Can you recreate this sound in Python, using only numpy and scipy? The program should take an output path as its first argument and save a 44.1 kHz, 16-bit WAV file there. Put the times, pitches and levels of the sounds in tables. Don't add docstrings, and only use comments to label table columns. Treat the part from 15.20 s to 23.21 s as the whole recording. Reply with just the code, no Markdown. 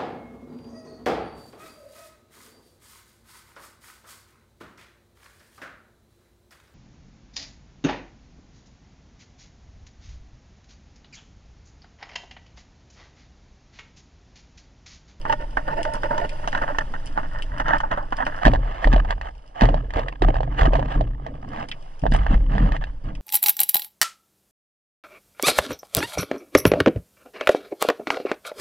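import sys
import numpy as np
from scipy import signal
from scipy.fft import rfft, irfft, next_fast_len
from scipy.io import wavfile
from scipy.ndimage import uniform_filter1d

SR = 44100
rng = np.random.default_rng(int(sys.argv[2]) if len(sys.argv) > 2 else 0)


def dump_mix(stems):
    frames = np.atleast_2d(stems).T
    limited = np.clip(frames, -1, 1)
    pcm = np.round(limited * 32767).astype(np.int16)
    wavfile.write(sys.argv[1], SR, pcm)


N = 353241


# start in seconds, peak level in dB, treble against the body in dB.
RATTLES = [(0.052, -17.5, -34.5), (0.097, -19, -25.5), (0.125, -14, -23), (0.37, -14, -31),
           (0.482, -18.5, -49), (0.65, -21.5, -23), (0.745, -24, -39), (0.833, -15, -29.5),
           (0.907, -18, -52), (0.979, -20, -20), (1.275, -16, -21.5), (1.328, -22, -24.5),
           (1.349, -13, -27.5), (1.375, -23.5, -22), (1.417, -18, -35.5), (1.486, -22.5, -39),
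           (1.547, -23.5, -34), (1.585, -12, -20), (1.738, -27, -26), (1.9751, -14.5, -32.5),
           (2.03, -28, -30.5), (2.399, -16.5, -25.5), (2.482, -18, -22), (2.603, -17.5, -24.5),
           (2.634, -20, -39.5), (2.713, -17.5, -27.5), (2.774, -19.5, -49.5), (2.923, -19.5, -29.5),
           (3.003, -22.5, -39.5), (3.066, -15, -29)]
# frequency in Hz, gain in dB.
RATTLE_COLOUR = [(120, -16), (310, -4), (400, -32.5), (510, -10.5), (650, 4), (900, 6), (1150, 1.5),
                 (1850, 0), (2300, -27.5), (2900, -15.5), (4000, -38.5), (4900, -42), (6000, -39.5),
                 (13000, -87)]


def rattles(level_db=5.5, mode_db=-6, usual_treble_db=-33, brightening=1.77, cloud_s=0.11, halving_db=8):
    out = np.zeros((2, N))
    ring = housing_ring()
    for s, db, treble_db in RATTLES:
        extra_treble_db = treble_db - usual_treble_db
        t60 = cloud_s * 2 ** np.clip(-extra_treble_db / halving_db, -2, 1)
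        blow = strike(t60, scatter=1.21, contact_s=0.0032)
        body = colour(blow, RATTLE_COLOUR, brightening * extra_treble_db)
        tone = signal.fftconvolve(blow, ring[None], axes=1)[:, :blow.shape[1]]
        knock = unit(body) + amp(mode_db) * unit(tone)
        add(out, s, peaked(knock, db + level_db))
    return out


# pitch in Hz, level in dB, time to fall by 60 dB in seconds.
HOUSING_MODES = [(607, -2, .07), (885, 0, .055), (1455, -7, .04), (1790, -4, .035)]


def housing_ring():
    t = np.arange(SR // 8) / SR
    return sum(amp(db - 60 * t / t60) * np.sin(2 * np.pi * hz * t) for hz, db, t60 in HOUSING_MODES)


# start and end in seconds, level in dB.
RUBS = [(0.082, 0.138, -24.5), (0.195, 0.24, -35.5), (0.468, 0.535, -27.5), (0.565, 0.615, -26.5),
        (0.65, 0.7, -32), (0.71, 0.77, -32), (0.835, 0.872, -27.5), (0.896, 0.96, -30.5),
        (0.975, 1.055, -26.5), (1.11, 1.16, -43), (1.185, 1.2, -40), (1.225, 1.26, -35), (1.335, 1.4, -32),
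        (1.417, 1.445, -27), (1.458, 1.52, -32.5), (1.6, 1.622, -30), (1.74, 1.763, -36), (1.96, 2.0, -38),
        (2.035, 2.065, -40.5), (2.125, 2.2, -39), (2.316, 2.38, -40.5), (2.38, 2.422, -31),
        (2.45, 2.48, -29), (2.48, 2.563, -21), (2.712, 2.745, -24.5), (2.755, 2.797, -35),
        (2.98, 3.035, -27.5), (3.065, 3.09, -34.5), (3.09, 3.23, -38)]
# time in seconds, bright share from 0 to 1.
GRIP = [(0, 0.03), (.5, 0.02), (1.2, 0.02), (1.35, 0.73), (3.2, 0.93)]
# frequency in Hz, gain in dB.
SCRAPE_COLOUR = [(200, -44), (310, 8), (390, -21.5), (600, 11.5), (770, -6.5), (900, 19.5), (1150, -39),
                 (1460, -22), (1900, -68), (2300, -20), (2900, -9), (4000, -53), (5000, -21), (13000, -123)]


def scrape(touch_db=-50, rub_db=1.0, ring_db=-1):
    slips = clicks(per_s=380, spread_db=2.0) + 0.09 * rng.standard_normal((2, N))
    ringing = signal.oaconvolve(slips[::-1], housing_ring()[None], axes=1)[:, :N]
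    dull = unit(unit(colour(slips, SCRAPE_COLOUR)) + amp(ring_db) * unit(ringing))
    shifted = np.roll(slips, SR, axis=1)
    bright = unit(colour(shifted, RATTLE_COLOUR, treble_db=6.5, corner_hz=1100))
    share = np.clip(curve(GRIP), 0, 1)
    rubbing = steadied(np.sqrt(1 - share) * dull + np.sqrt(share) * bright, span_s=0.039)
    held = amp(touch_db) * during(GRIP)
    return rubbing * (held + amp(rub_db) * strokes(RUBS, attack_s=0.0028, release_s=0.001))


# start in seconds, pitch in Hz, peak level in dB.
BLIPS = [(0.093, 903, -17.5), (0.123, 880, -18), (0.585, 670, -22), (0.654, 615, -23.5),
         (0.679, 670, -28.5), (0.905, 931, -20), (0.98, 960, -18), (1.011, 690, -23), (1.336, 753, -29),
         (1.606, 1790, -23.5), (2.533, 887, -17), (2.631, 876, -16), (2.999, 766, -18.5)]


def blips(level_db=0, cycles=7.0):
    out = np.zeros((2, N))
    for s, hz, db in BLIPS:
        add(out, s, amp(db + level_db) * ping(hz, cycles, rise=0.0017))
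    return out


# start in seconds, then the levels in dB of the hollow note,
# the hard clack and the tick.
KNOCKS = [(3.2516, -6.5, -4.5, -17.5), (3.2605, -8.5, -8, -17.5), (3.2686, -4.5, -11.5, -20.5),
          (3.2788, -4, -24.5, -21.5), (3.3346, -7, -25, -24.5), (3.349, -13.5, -23, -34),
          (3.3579, -15.5, -22, -35), (3.643, -11.5, -9.5, -23.5), (3.6723, -7, -25, -26.5),
          (3.7275, -15, -18.5, -21), (3.734, -11, -18, -24.5), (3.7613, -8.5, -27.5, -25),
          (3.9061, -13.5, -15, -22), (4.0119, -22.5, -24, -31), (4.409, -10.5, -12.5, -17),
          (4.4182, -4, -14.5, -20.5), (4.4335, -8.5, -30, -23), (4.4533, -19, -17, -25),
          (4.4879, -7, -28, -28), (4.5423, -8, -28.5, -30), (4.705, -26, -27, -36),
          (4.7364, -21, -27, -29.5), (4.7683, -16.5, -34.5, -30.5), (4.7934, -11.5, -30, -28),
          (4.8831, -20, -20, -25.5), (5.0201, -6, -19, -21.5), (5.0845, -9.5, -25.5, -29.5),
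          (5.1418, -14, -30.5, -33), (5.1655, -15.5, -28.5, -33), (5.2051, -10, -32.5, -35.5),
          (5.231, -15, -29.5, -36.5), (5.2764, -21.5, -40, -59), (5.4108, -22, -13.5, -24),
          (5.4312, -9.5, -26, -26.5), (5.4543, -9, -20.5, -23), (5.533, -7.5, -27.5, -28),
          (5.5531, -8.5, -21.5, -26.5), (5.5932, -11, -32, -32), (5.626, -15, -28, -39),
          (5.8089, -9.5, -32, -33), (6.0641, -19.5, -28.5, -37), (6.8367, -13, -32, -41),
          (6.8546, -8.5, -36.5, -39), (6.8643, -9, -21.5, -30.5), (6.9207, -17.5, -21.5, -27),
          (6.948, -12.5, -21.5, -29), (7.0647, -13, -18, -30), (7.38, -16, -18, -32.5),
          (7.5196, -19.5, -22, -30), (7.5643, -30, -22, -30.5), (7.6387, -24.5, -24, -29)]
# frequency in Hz, gain in dB.
TICK_COLOUR = [(500, -27), (2000, -16.5), (2400, -1), (2900, 1.5), (4600, -11.5), (7000, -23), (9500, -36),
               (13000, -54.5)]


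def knocks(hollow_db=-1, clack_db=0, tick_db=0, clack_hz=1750, note_hz=870, octave_db=70, tail_db=-15):
    out = np.zeros((2, N))
    for s, hollow, clack, tick in KNOCKS:
        knock = np.zeros((2, SR // 20))
        hz = note_hz * 2 ** (min(clack - hollow, 0) / octave_db)
        add(knock, 0, amp(hollow + hollow_db) * ping(hz, cycles=0.95))
        add(knock, 0, amp(hollow + tail_db) * ping(0.915 * hz, cycles=2.9, rise=-0.025))
        wall_hz = clack_hz * (1 + 0.095 * (rng.random() - .5))
        add(knock, 0.0003, amp(clack + clack_db) * ping(wall_hz, cycles=2.35))
        contact = strike(t60=0.026, scatter=0.18, contact_s=0.0021, onset_s=0.0018)
        add(knock, 0, peaked(colour(contact, TICK_COLOUR), tick + tick_db))
        add(out, s, scattered(knock, db=-10, t60=0.048))
    return out


# start in seconds, starting pitch in Hz, peak level in dB.
GLUGS = [(3.263, 240, -5), (3.734, 232, -11.5), (4.419, 207, -5), (5.023, 330, -8.5), (5.087, 288, -12.5),
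         (5.477, 284, -11.5), (6.918, 207, -13), (7.107, 214, -16), (7.132, 186, -12), (7.403, 186, -16),
         (7.448, 171, -13.5)]


def glugs(level_db=-1):
    out = np.zeros((2, N))
    for s, hz, db in GLUGS:
        add(out, s, amp(db + level_db) * ping(hz, cycles=0.9, rise=0.0057))
    return out


# arrival, rise time and hold time in seconds,
# then the levels in dB of the deep push, the burbling air and the fizz.
SURGES = [(3.254, 0.013, 0.035, -8, -21, -24), (3.656, 0.019, 0.021, -7, -27, -28.5),
          (3.719, 0.0065, 0.012, -9, -29.5, -21), (4.42, 0.03, 0.018, -8, -19, -20),
          (4.754, 0.013, 0.022, -20.5, -32, -24), (5.013, 0.011, 0.056, -10, -27, -23),
          (5.176, 0.05, 0.26, -23, -35, -78), (5.413, 0.0093, 0.02, -7, -25, -17.5),
          (5.536, 0.015, 0.065, -27, -27, -30), (5.756, 0.016, 0.012, -12.5, -24, -33.5),
          (5.985, 0.21, 0.17, -44, -41, -39.5), (6.228, 0.03, 0.21, -64, -40, -39.5),
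          (6.829, 0.0071, 0.012, -14.5, -27, -74), (6.905, 0.014, 0.044, -9, -30.5, -53),
          (7.097, 0.015, 0.07, -9.5, -30.5, -38), (7.327, 0.22, 0.13, -11.5, -24.5, -66),
          (7.842, 0.011, 0.045, -24, -34, -44)]
PUSH_FALL, BURBLE_FALL, FIZZ_FALL = 68.7, 112, 94


def surging(part, fall_db_per_s):
    t, power = np.arange(N) / SR, np.zeros(N)
    for s, rise_s, hold_s, *levels_db in SURGES:
        rise = np.clip((t - s) / rise_s + .5, 0, 1)
        fall_db = fall_db_per_s * np.maximum(t - s - hold_s, 0)
        power += (rise * amp(levels_db[part] - fall_db)) ** 2
    return np.sqrt(power)


# frequency in Hz, gain in dB.
GURGLE_COLOUR = [(40, -18), (65, 6), (100, 0.5), (143, 8.5), (178, -8), (210, -2), (250, -1.5), (290, 2),
                 (350, -11), (450, -11.5), (1000, -39), (3000, -77)]
# frequency in Hz, gain in dB.
CHURN_COLOUR = [(40, -13.5), (65, -9), (100, -1.5), (140, 5.5), (200, -3), (250, -5.5), (300, -3),
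                (360, -28), (450, -14), (1000, -30), (3000, -78)]
# time in seconds, deep share from 0 to 1.
DEEPENING = [(6.2, 0.02), (6.8, 0.95)]


def gurgle(level_db=1.5, bubble_db=-1, held_db=-48, rub_db=-18, calm_db=-61):
    flow = rng.standard_normal((2, N))
    deep = np.clip(curve(DEEPENING), 0, 1)
    first_eddies = unit(colour(flow, GURGLE_COLOUR))
    churn = unit(colour(flow[::-1], CHURN_COLOUR))
    eddies = np.sqrt(1 - deep) * first_eddies + np.sqrt(deep) * churn
    large = bubbles(low_hz=109.8, high_hz=159.2, per_s=20, cycles=9.4, rise=0.0066, spread_db=1.5)
    small = bubbles(low_hz=192.0, high_hz=299.3, per_s=37, cycles=6.8, rise=0.0065, spread_db=9.0)
    burble = eddies + amp(bubble_db) * unit(large + 0.1 * (1 - 1.41 * deep) * small)
    rubbing = amp(rub_db) * strokes(RUBS, attack_s=.01, release_s=0.0067)
    stirring = amp(level_db) * surging(1, BURBLE_FALL) + amp(held_db) * during(GRIP) + rubbing
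    return steadied(burble, span_s=0.086) * (stirring + amp(calm_db))


# start and end in seconds, level in dB.
SWISHES = [(3.225, 3.28, -22.5), (3.43, 3.6, -34), (3.612, 3.66, -27), (3.888, 3.93, -27.5),
           (4.035, 4.09, -34.0), (4.355, 4.405, -33), (4.408, 4.46, -21.5), (4.74, 4.815, -29.5),
           (5.305, 5.38, -36), (5.38, 5.418, -20), (5.53, 5.57, -26.5), (5.68, 5.76, -29),
           (6.32, 6.435, -31.5), (6.925, 6.965, -25.5), (6.97, 7.04, -32.5), (7.048, 7.07, -32.5),
           (7.09, 7.15, -27.5), (7.305, 7.37, -31), (7.37, 7.49, -31), (7.52, 7.565, -31.5),
           (7.612, 7.63, -32.5), (7.66, 7.7, -43), (7.85, 7.91, -41.5)]
# frequency in Hz, gain in dB.
SWISH_COLOUR = [(150, -23), (450, -25), (750, -5.5), (1000, -14.5), (1250, -11.5), (1420, -27.5),
                (1650, -14.5), (1950, -22), (2400, -31.5), (2950, -25), (3700, -39.5), (7000, -52.5),
                (13000, -83.5)]


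def swishes(level_db=-1, bubble_db=-7):
    grains = clicks(per_s=1800, spread_db=3.0)
    fizz = unit(colour(grains, SWISH_COLOUR, treble_db=1.5, corner_hz=2500))
    beads = unit(bubbles(low_hz=650, high_hz=2050, per_s=450, cycles=3, rise=.003, spread_db=2))
    sheet = steadied(fizz + amp(bubble_db) * beads, span_s=0.056)
    return sheet * amp(level_db) * strokes(SWISHES, attack_s=0.0028, release_s=0.0018)


def slosh(level_db=-5, bubble_db=-5, calm_db=-62, slap_s=0.0038):
    bell = np.exp(-(np.arange(-SR // 100, SR // 100) / SR / (slap_s / 2)) ** 2)
    impulses = (clicks(per_s=300, spread_db=6.5) ** 2).mean(0)
    slapping = np.sqrt(abs(signal.oaconvolve(impulses, bell, "same")))
    noise = (unit(slapping) + 0.078) * rng.standard_normal((2, N))
    slaps = colour(noise, SWISH_COLOUR, treble_db=0.0, corner_hz=2500)
    pops = bubbles(low_hz=450, high_hz=1200, per_s=220, cycles=2.2, rise=.005, spread_db=3)
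    fizz = steadied(unit(slaps) + amp(bubble_db) * unit(pops), span_s=0.083)
    return fizz * (amp(level_db) * surging(2, FIZZ_FALL) + amp(calm_db))


# time in seconds, level in dB.
DRIFT = [(0, -29), (2.4, -25), (3.2, -30.5), (4.1, -48), (6.6, -35), (8, -33)]


def sway(level_db=-3.5):
    drift = swing(hz=15.2, width_hz=13.5) * amp(curve(DRIFT))
    return drift + swing(hz=36.83, width_hz=14.0) * amp(level_db) * surging(0, PUSH_FALL)


def swing(hz, width_hz):
    f = np.fft.rfftfreq(N, 1 / SR)
    response = 1 / (1 + 1j * (f ** 2 - hz ** 2) / (width_hz * f + 1e-9)) ** 2
    channels = []
    for _ in range(2):
        deep = irfft(rfft(rng.standard_normal(N)) * response, N)
        channels.append(steadied(deep[None], span_s=0.077))
    return np.concatenate(channels)


# start in seconds, peak level in dB, treble against the body in dB.
SNAPS = [(0.6306, -24, -17.5), (0.7368, -29.5, -5.5), (1.0927, -30.5, -25), (1.859, -35.5, -9),
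         (2.223, -24.5, -25.5), (2.583, -34.5, -22), (2.968, -33, -23), (6.487, -32, -22),
         (6.515, -16.5, -45), (6.794, -40, -15), (6.938, -28, -21), (6.964, -35.5, -15.5),
         (7.9518, -37, -27.5)]
# frequency in Hz, gain in dB.
SNAP_COLOUR = [(300, -72), (1100, -29), (2400, -13), (3000, -7), (4100, -24), (5000, -10), (6200, -17.5),
               (10000, -20.5), (13000, -55.5)]


def sharp_snaps(level_db=3.0, usual_treble_db=-12, brightening=1.17):
    out = np.zeros((2, N))
    for s, db, treble_db in SNAPS:
        snap = strike(t60=0.058, scatter=1.0, contact_s=0.00027)
        extra_treble_db = brightening * (treble_db - usual_treble_db)
        add(out, s, peaked(colour(snap, SNAP_COLOUR, extra_treble_db, corner_hz=5400), db + level_db))
    return out


# time in seconds, level in dB.
BACKGROUND_LEVEL = [(0, -62), (1.2, -55.5), (2.86, -65), (3.17, -58.5), (3.45, -67.5), (5.95, -76),
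                    (6.65, -64), (7.78, -70)]
# frequency in Hz, gain in dB.
REEF_COLOUR = [(150, -37.5), (400, -19), (850, -12), (1150, -20.5), (1850, -26.5), (2350, -31.5),
               (2950, -27), (4200, -39), (5000, -34), (8000, -48), (10000, -46), (13000, -68)]


def reef(wash_db=12, crackle_db=3):
    wash = unit(colour(rng.standard_normal((2, N)), REEF_COLOUR))
    pops = clicks(per_s=90, spread_db=6)
    snaps = signal.oaconvolve(pops, strike(t60=0.13, scatter=1.0, contact_s=0.00081), axes=1)[:, :N]
    crackle = unit(colour(snaps, SNAP_COLOUR, treble_db=-14, corner_hz=5660))
    return (amp(wash_db) * wash + amp(crackle_db) * crackle) * amp(curve(BACKGROUND_LEVEL))


# frequency in Hz, phase in radians by which the left leads.
PORT_PHASE = [(0, 0), (420, 0), (600, -.7), (790, -3.4), (900, -4.1), (1300, -4.3), (1550, -5),
              (2000, -5.3), (2300, -8), (2950, -6.9), (3200, -5.3), (4300, -4.6), (5000, -8), (7000, -9.5),
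              (8400, -6.3)]
# frequency in Hz, left level minus right level in dB.
PORT_BALANCE = [(240, -.4), (430, -4), (760, -7), (1140, -1), (1860, -4), (3000, 2), (4500, -1), (8000, -3)]
# frequency in Hz, likeness from 0 to 1.
PORT_LIKENESS = [(300, .99), (500, .8), (900, .97), (1300, .75), (1800, .93), (3800, .8), (5500, .5),
                 (7800, .5), (8800, .9)]


def ports(x):
    size = next_fast_len(N + SR // 10)
    hz = np.fft.rfftfreq(size, 1 / SR)
    shared, own = rfft(x, size)
    likeness = np.clip(read(PORT_LIKENESS, hz), 0, 1)
    lean = amp(read(PORT_BALANCE, hz) / 2)
    left = likeness * shared + np.sqrt(1 - likeness ** 2) * own
    left = left * np.exp(1j * read(PORT_PHASE, hz))
    return irfft(np.array([left * lean, shared / lean]), size)[:, :N]


def strike(t60, scatter, contact_s=0.006, onset_s=0.00049):
    t = np.arange(SR // 5) / SR
    contact, cloud = rng.standard_normal((2, 2, len(t)))
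    onset = 1 - np.exp(-(t / onset_s) ** 2)
    hit = unit(contact * onset * np.exp(-t / contact_s))
    return hit + scatter * unit(cloud * onset * amp(-60 * t / max(t60, .004)))


def ping(hz, cycles, rise=0):
    age = np.arange(int(7 * cycles / hz * SR)) * hz / (cycles * SR)
    start, side = rng.random(2)
    quarter = np.array([[np.sign(side - .5) / 4], [0]])
    turns = cycles * age * (1 + rise * age) + start + quarter
    return np.sin(2 * np.pi * turns) * (age * np.exp(1 - age)) ** 2


def bubbles(low_hz, high_hz, per_s, cycles, rise, spread_db, count=24):
    out = np.zeros((2, N))
    for hz in np.geomspace(low_hz, high_hz, count):
        age = np.arange(int(5 * cycles / hz * SR)) * hz / (cycles * SR)
        tone = np.sin(2 * np.pi * cycles * age * (1 + rise * age)) * np.exp(-age)
        draws = rng.random((200, 4))
        for when, size, left, right in draws[:int(per_s * N / SR / count)]:
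            gain = amp(-spread_db * np.log(0.018 + size))
            add(out, when * N / SR, np.outer([left - .5, right - .5], tone) * gain)
    return out


def clicks(per_s, spread_db):
    size = amp(spread_db * np.minimum(rng.exponential(1, N), 4))
    return size * (rng.random(N) < per_s / SR) * rng.standard_normal((2, N))


def scattered(x, db, t60):
    t = np.arange(SR // 5) / SR
    onset = np.clip(t / .004 - .5, 0, 1)
    cloud = rng.standard_normal((2, len(t))) * onset * amp(-60 * t / t60)
    cloud *= amp(db) / np.linalg.norm(cloud, axis=1, keepdims=True)
    cloud[:, 0] = 1
    return signal.fftconvolve(x, cloud, axes=1)


def dappled(x, depth_db, size, span=3):
    z = signal.stft(x, nperseg=size, noverlap=size * 3 // 4)[2]
    field = rng.standard_normal(z.shape[1:])
    for _ in range(2):
        field = uniform_filter1d(uniform_filter1d(field, size=2, axis=0), size=span, axis=1)
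    patches = amp(depth_db * np.clip(unit(field), -2, 2))
    out = signal.istft(z * patches, nperseg=size, noverlap=size * 3 // 4)[1][:, :N]
    return unit(out) * x.std()


def strokes(rows, attack_s, release_s):
    t, power = np.arange(N) / SR, np.zeros(N)
    for start, end, db in rows:
        length = end - start
        attack = np.clip((t - start) / (attack_s + length / 2) + .5, 0, 1)
        release = np.exp(-np.clip((t - end) / (release_s + length / 10), 0, 20))
        power += (amp(db) * attack * release) ** 2
    return np.sqrt(power)


def steadied(x, span_s):
    power = uniform_filter1d((x ** 2).mean(0), size=int(span_s * SR) + 1)
    return x / np.sqrt(abs(power) + .03 * power.mean())


def colour(x, points, treble_db=0, corner_hz=3000):
    size = 4096
    hz = abs(np.fft.fftfreq(size, 1 / SR))
    shelf = hz ** 4 / (hz ** 4 + corner_hz ** 4)
    log_gain = np.log(amp(read(points, hz) + treble_db * shelf))
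    taps = np.fft.ifft(np.exp(np.conj(signal.hilbert(log_gain)))).real
    return signal.oaconvolve(x, taps[None, :size // 2], axes=1)[:, :x.shape[1]]


def amp(db):
    return 10 ** (np.asarray(db) / 20)


def unit(x):
    return x / np.sqrt(np.mean(x ** 2) + 1e-20)


def peaked(x, db):
    return amp(db) * x / abs(x).max(1, keepdims=True)


def read(points, hz):
    f, value = np.transpose(points)
    return np.interp(np.log(hz + 1), np.log(f + 1), value)


def curve(rows):
    return np.interp(np.arange(N) / SR, *np.transpose(rows))


def during(rows):
    t = np.arange(N) / SR
    inside = 1. * ((t >= rows[0][0]) & (t <= rows[-1][0]))
    return uniform_filter1d(inside, size=1500)


def add(mix, s, sound):
    part = mix[:, max(round(s * SR), 0):][:, :sound.shape[1]]
    part += sound[:, :part.shape[1]]


def scene():
    hits = dappled(rattles() + sharp_snaps(), depth_db=2.5, size=384)
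    rubbing = dappled(scrape(), depth_db=2.5, size=768)
    wash = dappled(slosh() + swishes(), depth_db=3, size=512)
    bed = dappled(reef(), depth_db=2.5, size=512)
    water = knocks() + glugs() + wash + gurgle() + sway()
    return ports(hits + rubbing + blips() + water + bed)


EDGE_HZ = 13500


def record(dry):
    rounded = dry / (1 + (dry / .93) ** 8) ** (1 / 8)
    band = signal.firwin(511, EDGE_HZ, window=("kaiser", 9), fs=SR)
    return signal.oaconvolve(rounded, band[None], "same", axes=1)


dry = scene()
out = record(dry)
dump_mix(out)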